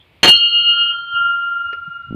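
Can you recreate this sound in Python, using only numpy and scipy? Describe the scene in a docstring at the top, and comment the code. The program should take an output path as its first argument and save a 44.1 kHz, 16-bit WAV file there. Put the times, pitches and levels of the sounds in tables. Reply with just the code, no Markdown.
"""A large hanging temple bell is struck once, right beside a hand-held microphone that overloads.
The overload adds a harsh rasp and some short-lived distortion tones at the strike. The bell swings on:
its paired tones throb, bend in pitch, and swell and fade as it turns and is left behind.
Thin echoes, a few soft scuffs on stone, low wind and some bumps on the microphone sound
in the quiet open air."""
import sys
import numpy as np
from scipy import signal
from scipy.fft import rfft, irfft
from scipy.io import wavfile

SR = 44100
rng = np.random.default_rng(int(sys.argv[2]) if len(sys.argv) > 2 else 0)


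def waveform_to_disk(signal):
    """Save audio, clipped to [-1, 1], as 16-bit WAV at the path in sys.argv[1]."""
    frames = np.transpose(np.atleast_2d(signal))
    scaled = np.clip(frames, -1, 1) * 32767
    samples = np.round(scaled).astype(np.int16)
    wavfile.write(sys.argv[1], SR, samples)


N = 94815

STRIKE_S, ATTACK_S = 0.23, 0.0021  # when the bell is struck, and how long the sound takes to rise


def amp(db):
    """Turns decibels (dB) into a number to multiply by."""
    return 10 ** (np.asarray(db) / 20)


def evened(x):
    """Scales a sound to an average (rms) strength of one."""
    return x / np.sqrt(np.mean(x ** 2) + 1e-20)


def curve(points, at):
    """Joins the points by straight lines."""
    return np.interp(at, *np.transpose(points))


def ramp(age, rise):
    """Climbs from 0 to 1 in `rise` seconds, then stays there."""
    return np.clip(age / rise, 0, 1)


def noise(spectrum):
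    """Noise shaped by rows of frequency in Hz and relative level in dB."""
    hz, db = np.transpose(spectrum)
    gain = amp(np.interp(np.log(np.fft.rfftfreq(N, 1 / SR) + 1), np.log(hz), db))
    return evened(irfft(rfft(rng.standard_normal(N)) * gain, N))


def band(x, low_hz, high_hz, order=3):
    """Keeps the part of a sound between two frequencies."""
    return signal.sosfilt(signal.butter(order, [low_hz, high_hz], "band", fs=SR, output="sos"), x)


def outdoors(t):
    """A faint wash of air, a far whistle that fades at once, and gusty wind at the microphone."""
    # The tone of the air and of the wind. Each row: frequency in Hz, relative level in dB.
    air_tone = [(25, -20), (80, 3.5), (200, -2), (500, -8.5), (1000, -10), (1600, -15.5), (2300, -7.5),
                (3300, -12), (4500, -22.5), (6000, -36.5), (16000, -34.5)]
    wind_tone = [(20, -34), (50, -10), (90, 3), (140, -4), (250, -18), (600, -42.5), (2000, -69.5)]
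    # How loud each is, gusts aside. Each row: time in seconds, level in dB.
    air_level = [(0, -56), (.2, -54), (.42, -63), (.8, -62), (1.15, -60.5), (1.4, -59), (2.1, -59.5)]
    wind_level = [(0, -67), (.15, -57.5), (.3, -62), (.47, -67.5), (.63, -61), (.9, -67.5), (1.0, -60),
                  (1.33, -56), (1.52, -66.5), (2.02, -56), (2.12, -34)]
    gust_db = 3 * noise([(1, 0), (12, 0), (30, -40), (100, -100)])
    whistle = evened(band(rng.standard_normal(N), low_hz=3080, high_hz=3480))
    whistle *= amp(-49.5) * (1 - ramp(t, 0.058))
    air = amp(curve(air_level, t)) * noise(air_tone)
    wind = amp(curve(wind_level, t) + gust_db) * noise(wind_tone)
    return air + whistle + wind


def bell(t):
    """The bell's ringing tones and a few distortion tones at the strike, all bent in pitch."""
    # How loud each named group of tones is as the bell turns. Each row: time in seconds, level in dB.
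    group_levels = {"low": [(0.24, -28), (0.48, -34.5), (0.55, -31), (0.66, -27.5), (0.78, -18),
                    (0.88, -24.5), (0.98, -22.5), (1.08, -29), (1.17, -14), (1.26, -11.5), (1.43, -18),
                    (1.55, -17.5), (1.73, -22.5), (1.82, -29), (1.97, -27.5), (2.13, -48)],
                    "low twin": [(0.24, -36), (0.5, -42.5), (0.78, -36), (0.94, -30.5), (1.07, -42.5),
                    (1.24, -26.5), (1.39, -38), (1.6, -28.5), (1.85, -32.5), (2.14, -36.5)],
                    "upper": [(0.24, -12.5), (0.35, -16), (0.49, -23.5), (0.65, -23.5), (0.78, -19.5),
                    (0.95, -24), (1.04, -35.5), (1.12, -27.5), (1.35, -42.5), (1.6, -52), (1.8, -68),
                    (2.14, -86.5)], "main": [(.24, -6), (.275, -2), (.335, -6.5), (.44, -10.5), (.7, -9),
                    (.83, -13), (.9, -11.5), (.96, -36.5), (1.04, -36.5), (1.12, -38), (1.16, -22),
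                    (1.207, -31), (1.245, -22.5), (1.4, -33.5), (1.55, -38), (1.66, -34), (1.76, -38),
                    (1.81, -52.5), (1.85, -41.5), (2.14, -48)], "bright": [(.24, -18), (.34, -19.5),
                    (.41, -29), (.65, -26.5), (.82, -34.5), (.93, -53), (1.01, -44), (1.08, -60),
                    (1.13, -53.5), (1.2, -63.5), (1.5, -72), (2.14, -87)], "top": [(.24, -10), (.262, -14),
                    (.29, -7.5), (.322, -22.5), (.365, -14.5), (.43, -26.5), (.53, -28.5), (.72, -39.5),
                    (.85, -52.5), (1.3, -72), (2.14, -100)]}
    # The bell's lasting tones. Each row: group, pitch in Hz, level within the group in dB,
    # extra fading in dB per second.
    lasting_tones = [("low", 1392.4, 0, 0), ("low twin", 1369.6, 0, 0), ("main", 2849.6, 0, 0),
                     ("upper", 3143.5, 0, 0), ("upper", 3185, -9, 11), ("bright", 4245, 0, 0),
                     ("bright", 4279, 0, 17), ("top", 4312, -9, 10), ("top", 4330, 0, 0),
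                     ("top", 4339, -14, -10)]
    # Short-lived tones at the strike: some from the bell, some distortion tones from the overloaded
    # microphone. Each row: pitch in Hz, level in dB, seconds to fade by 60 dB.
    short_tones = [(1104, -54.5, 1.6), (1190, -36, 0.51), (1486, -35.5, .55), (1920, -24.5, 0.29),
                   (2020, -34.5, .3), (3390, -35, 0.28), (4538, -35.5, 0.23), (5930, -57, 1.6),
                   (6284, -18, .23), (6960, -25, .2), (7176, -55.5, 1.3), (8694, -43, 0.5),
                   (10560, -45, .38), (11410, -53, .36), (13420, -57.5, .35), (14450, -48.5, .35)]
    age = np.maximum(t - STRIKE_S, 0)
    # Pitch rises as the bell swings closer and falls as it swings away (the Doppler effect).
    swing_s, fastest_approach_s, pitch_share = 1.36, .7, .0015
    clock = np.cumsum(1 + pitch_share * np.cos(2 * np.pi * (t - fastest_approach_s) / swing_s)) / SR
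    # A twin tone just below the main one makes it throb, deeply at first.
    beat_hz, dip_s, early_depth, late_depth, settle_s = 7.95, 0.2554, .9, 0.29, 0.28
    depth = late_depth + (early_depth - late_depth) * np.exp(-age / settle_s)
    beat = (1 - depth * np.exp(-2j * np.pi * beat_hz * (t - dip_s))) / np.sqrt(1 + depth ** 2)
    out = np.zeros(N)
    for group, hz, db, fade_db in lasting_tones:
        tone = np.exp(2j * np.pi * (hz * clock + rng.random())) * waver(hz)
        if group == "main":
            tone *= beat
        out += amp(curve(group_levels[group], t) + db - fade_db * age) * tone.real
    for hz, db, fade_s in short_tones:
        tone = waver(hz) * np.exp(2j * np.pi * (hz * clock + rng.random()))
        out += amp(db - 60 * age / fade_s) * tone.real
    return out * ramp(age, ATTACK_S)


def waver(hz):
    """Reflections make a tone waver, more if it is high and more once the bell is left behind."""
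    near_depth, far_depth, max_depth = 0.11, 0.48, .4
    leaving_s, leaving_takes_s = .8, 0.13
    height = hz / 3000  # pitch compared with 3000 Hz
    rates_hz = 9 * np.sqrt(height) * rng.standard_normal(12)  # one for each reflection
    t = np.linspace(0, N / SR, 600)
    turns = rates_hz[:, None] * t + rng.random((len(rates_hz), 1))
    reflections = np.exp(2j * np.pi * turns).sum(0) / np.sqrt(len(rates_hz))
    depth = near_depth + (far_depth - near_depth) * ramp(t - leaving_s, leaving_takes_s)
    depth = np.minimum(depth * height ** 2.3, max_depth)
    return np.interp(np.arange(N) / SR, t, (1 + depth * reflections) / np.sqrt(1 + depth ** 2))


def overload_rasp(t):
    """The harsh, rough rasp of the overloaded microphone at the strike, with smeared pitches in it."""
    # The tone of the rasp's noise. Each row: frequency in Hz, relative level in dB.
    noise_tone = [(30, -27), (70, -9.5), (200, 2.5), (450, 0), (1000, -3.5), (2500, -1), (4000, -4.5),
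                  (5500, -21.5), (10000, -26.5), (16000, -31.5)]
    # Smeared pitches in the rasp. Each row: pitch in Hz, relative level in dB.
    smeared_tones = [(259, -16), (403, -17), (563, -16), (726, -18.5), (911, -13), (1470, -21), (1679, -20),
                     (2410, -18.5), (2639, -21)]
    # How loud the whole rasp is. Each row: time in seconds, level in dB.
    rasp_level = [(.232, -9), (.248, -6.5), (.254, -12), (.257, -5), (.262, -14), (.272, -14.5),
                  (.281, -11.5), (.304, -17.5), (.315, -43), (.366, -44.5), (.385, -62)]
    blur_hz = 10.34  # how widely random drift smears each pitch
    out = amp(-2.5) * noise(noise_tone)
    for hz, db in smeared_tones:
        drift = np.cumsum(rng.standard_normal(N)) * np.sqrt(2 * np.pi * blur_hz / SR)
        out += amp(db) * np.sqrt(2) * np.sin(2 * np.pi * hz * t + drift)
    end_s = rasp_level[-1][0]
    return out * amp(curve(rasp_level, t)) * ramp(t - STRIKE_S, ATTACK_S) * (t < end_s)


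def yard_echoes(x):
    """Sound bounces back from steps, trees and walls as thin, scattered echoes."""
    echo_db, fade_db_per_s = -23, 60
    t = np.arange(SR) / SR
    echoes = rng.standard_normal(SR) * (rng.random(SR) < .05)
    echoes *= (t > .012) * amp(-fade_db_per_s * t)
    return amp(echo_db) * signal.fftconvolve(x, echoes / np.linalg.norm(echoes))[:N]


def bumps(t):
    """Each bump on the microphone is a low push that dies away almost at once."""
    # The bumps. Each row: start in seconds, level in dB, pitch in Hz, fading time in seconds.
    pushes = [(0.357, -39, 81, 0.0094), (.615, -45, 128.8, .006), (1.209, -41.5, 110, 0.0034),
              (1.659, -42, 85, 0.0079), (1.877, -34, 156.8, 0.0048), (2.083, -37.5, 120, 0.009),
              (2.1081, -18.5, 192, 0.0015), (2.1259, -16, 228.5, 0.0015), (2.1455, -14.5, 239, 0.0017)]
    out = np.zeros(N)
    for start, db, hz, fade_s in pushes:
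        age = np.maximum(t - start, 0)
        swell = age / fade_s * np.exp(1 - age / fade_s)
        out += amp(db) * swell * np.sin(2 * np.pi * hz * age)
    return out


def scuffs(t):
    """Scuffs on stone: short gritty puffs with a faint tail, each a mix of four bands of noise."""
    # The bands, low to high: knock, body, grit, tick. Each row: lower edge in Hz, upper edge in Hz.
    band_edges = [(380, 660), (700, 1150), (1650, 2900), (3300, 5500)]
    # The scuffs. Each row: start in seconds, fading time in seconds,
    # then the levels of knock, body, grit and tick in dB.
    puffs = [(0.604, .016, -78, -57.5, -61.5, -88), (.789, .013, -67.5, -49, -59, -54.5),
             (.923, .014, -66, -50, -49.5, -76), (1.039, .01, -86, -73, -56.5, -83.5),
             (1.3, 0.023, -74.5, -60.5, -63.5, -68), (1.7289, 0.0065, -33, -48.5, -33.5, -51)]
    rise_s, tail_db, tail_s = 0.001, -18, .028
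    noises = np.array([evened(band(rng.standard_normal(N), *edges, order=5)) for edges in band_edges])
    out = np.zeros(N)
    for start, fade_s, *band_dbs in puffs:
        age = np.maximum(t - start, 0)
        fade = np.exp(-age / fade_s) + amp(tail_db) * np.exp(-age / tail_s)
        out += (amp(band_dbs) @ noises) * ramp(age, rise_s) * fade
    return out


def scene():
    """The bell with its echoes, the overload's rasp, and the small sounds around them."""
    t = np.arange(N) / SR
    ring = bell(t)
    return (ring + yard_echoes(ring) + overload_rasp(t) + scuffs(t) + bumps(t) + outdoors(t))[None]


def record(dry):
    """The microphone bends the wave slightly, overloads on the blow and loses the highest treble."""
    lopsided_share, ceiling, hardness, top_hz = .12, 0.97, 14, 15500
    # Squaring adds faint new tones at the differences between the bell's pitches.
    bent = dry + lopsided_share * band(dry ** 2, low_hz=336, high_hz=1700)
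    clipped = bent / (1 + np.abs(bent / ceiling) ** hardness) ** (1 / hardness)
    treble_cut = signal.firwin(511, top_hz, window=("kaiser", 9), fs=SR)
    return signal.oaconvolve(clipped, treble_cut[None], "same")


dry = scene()
out = record(dry)
waveform_to_disk(out)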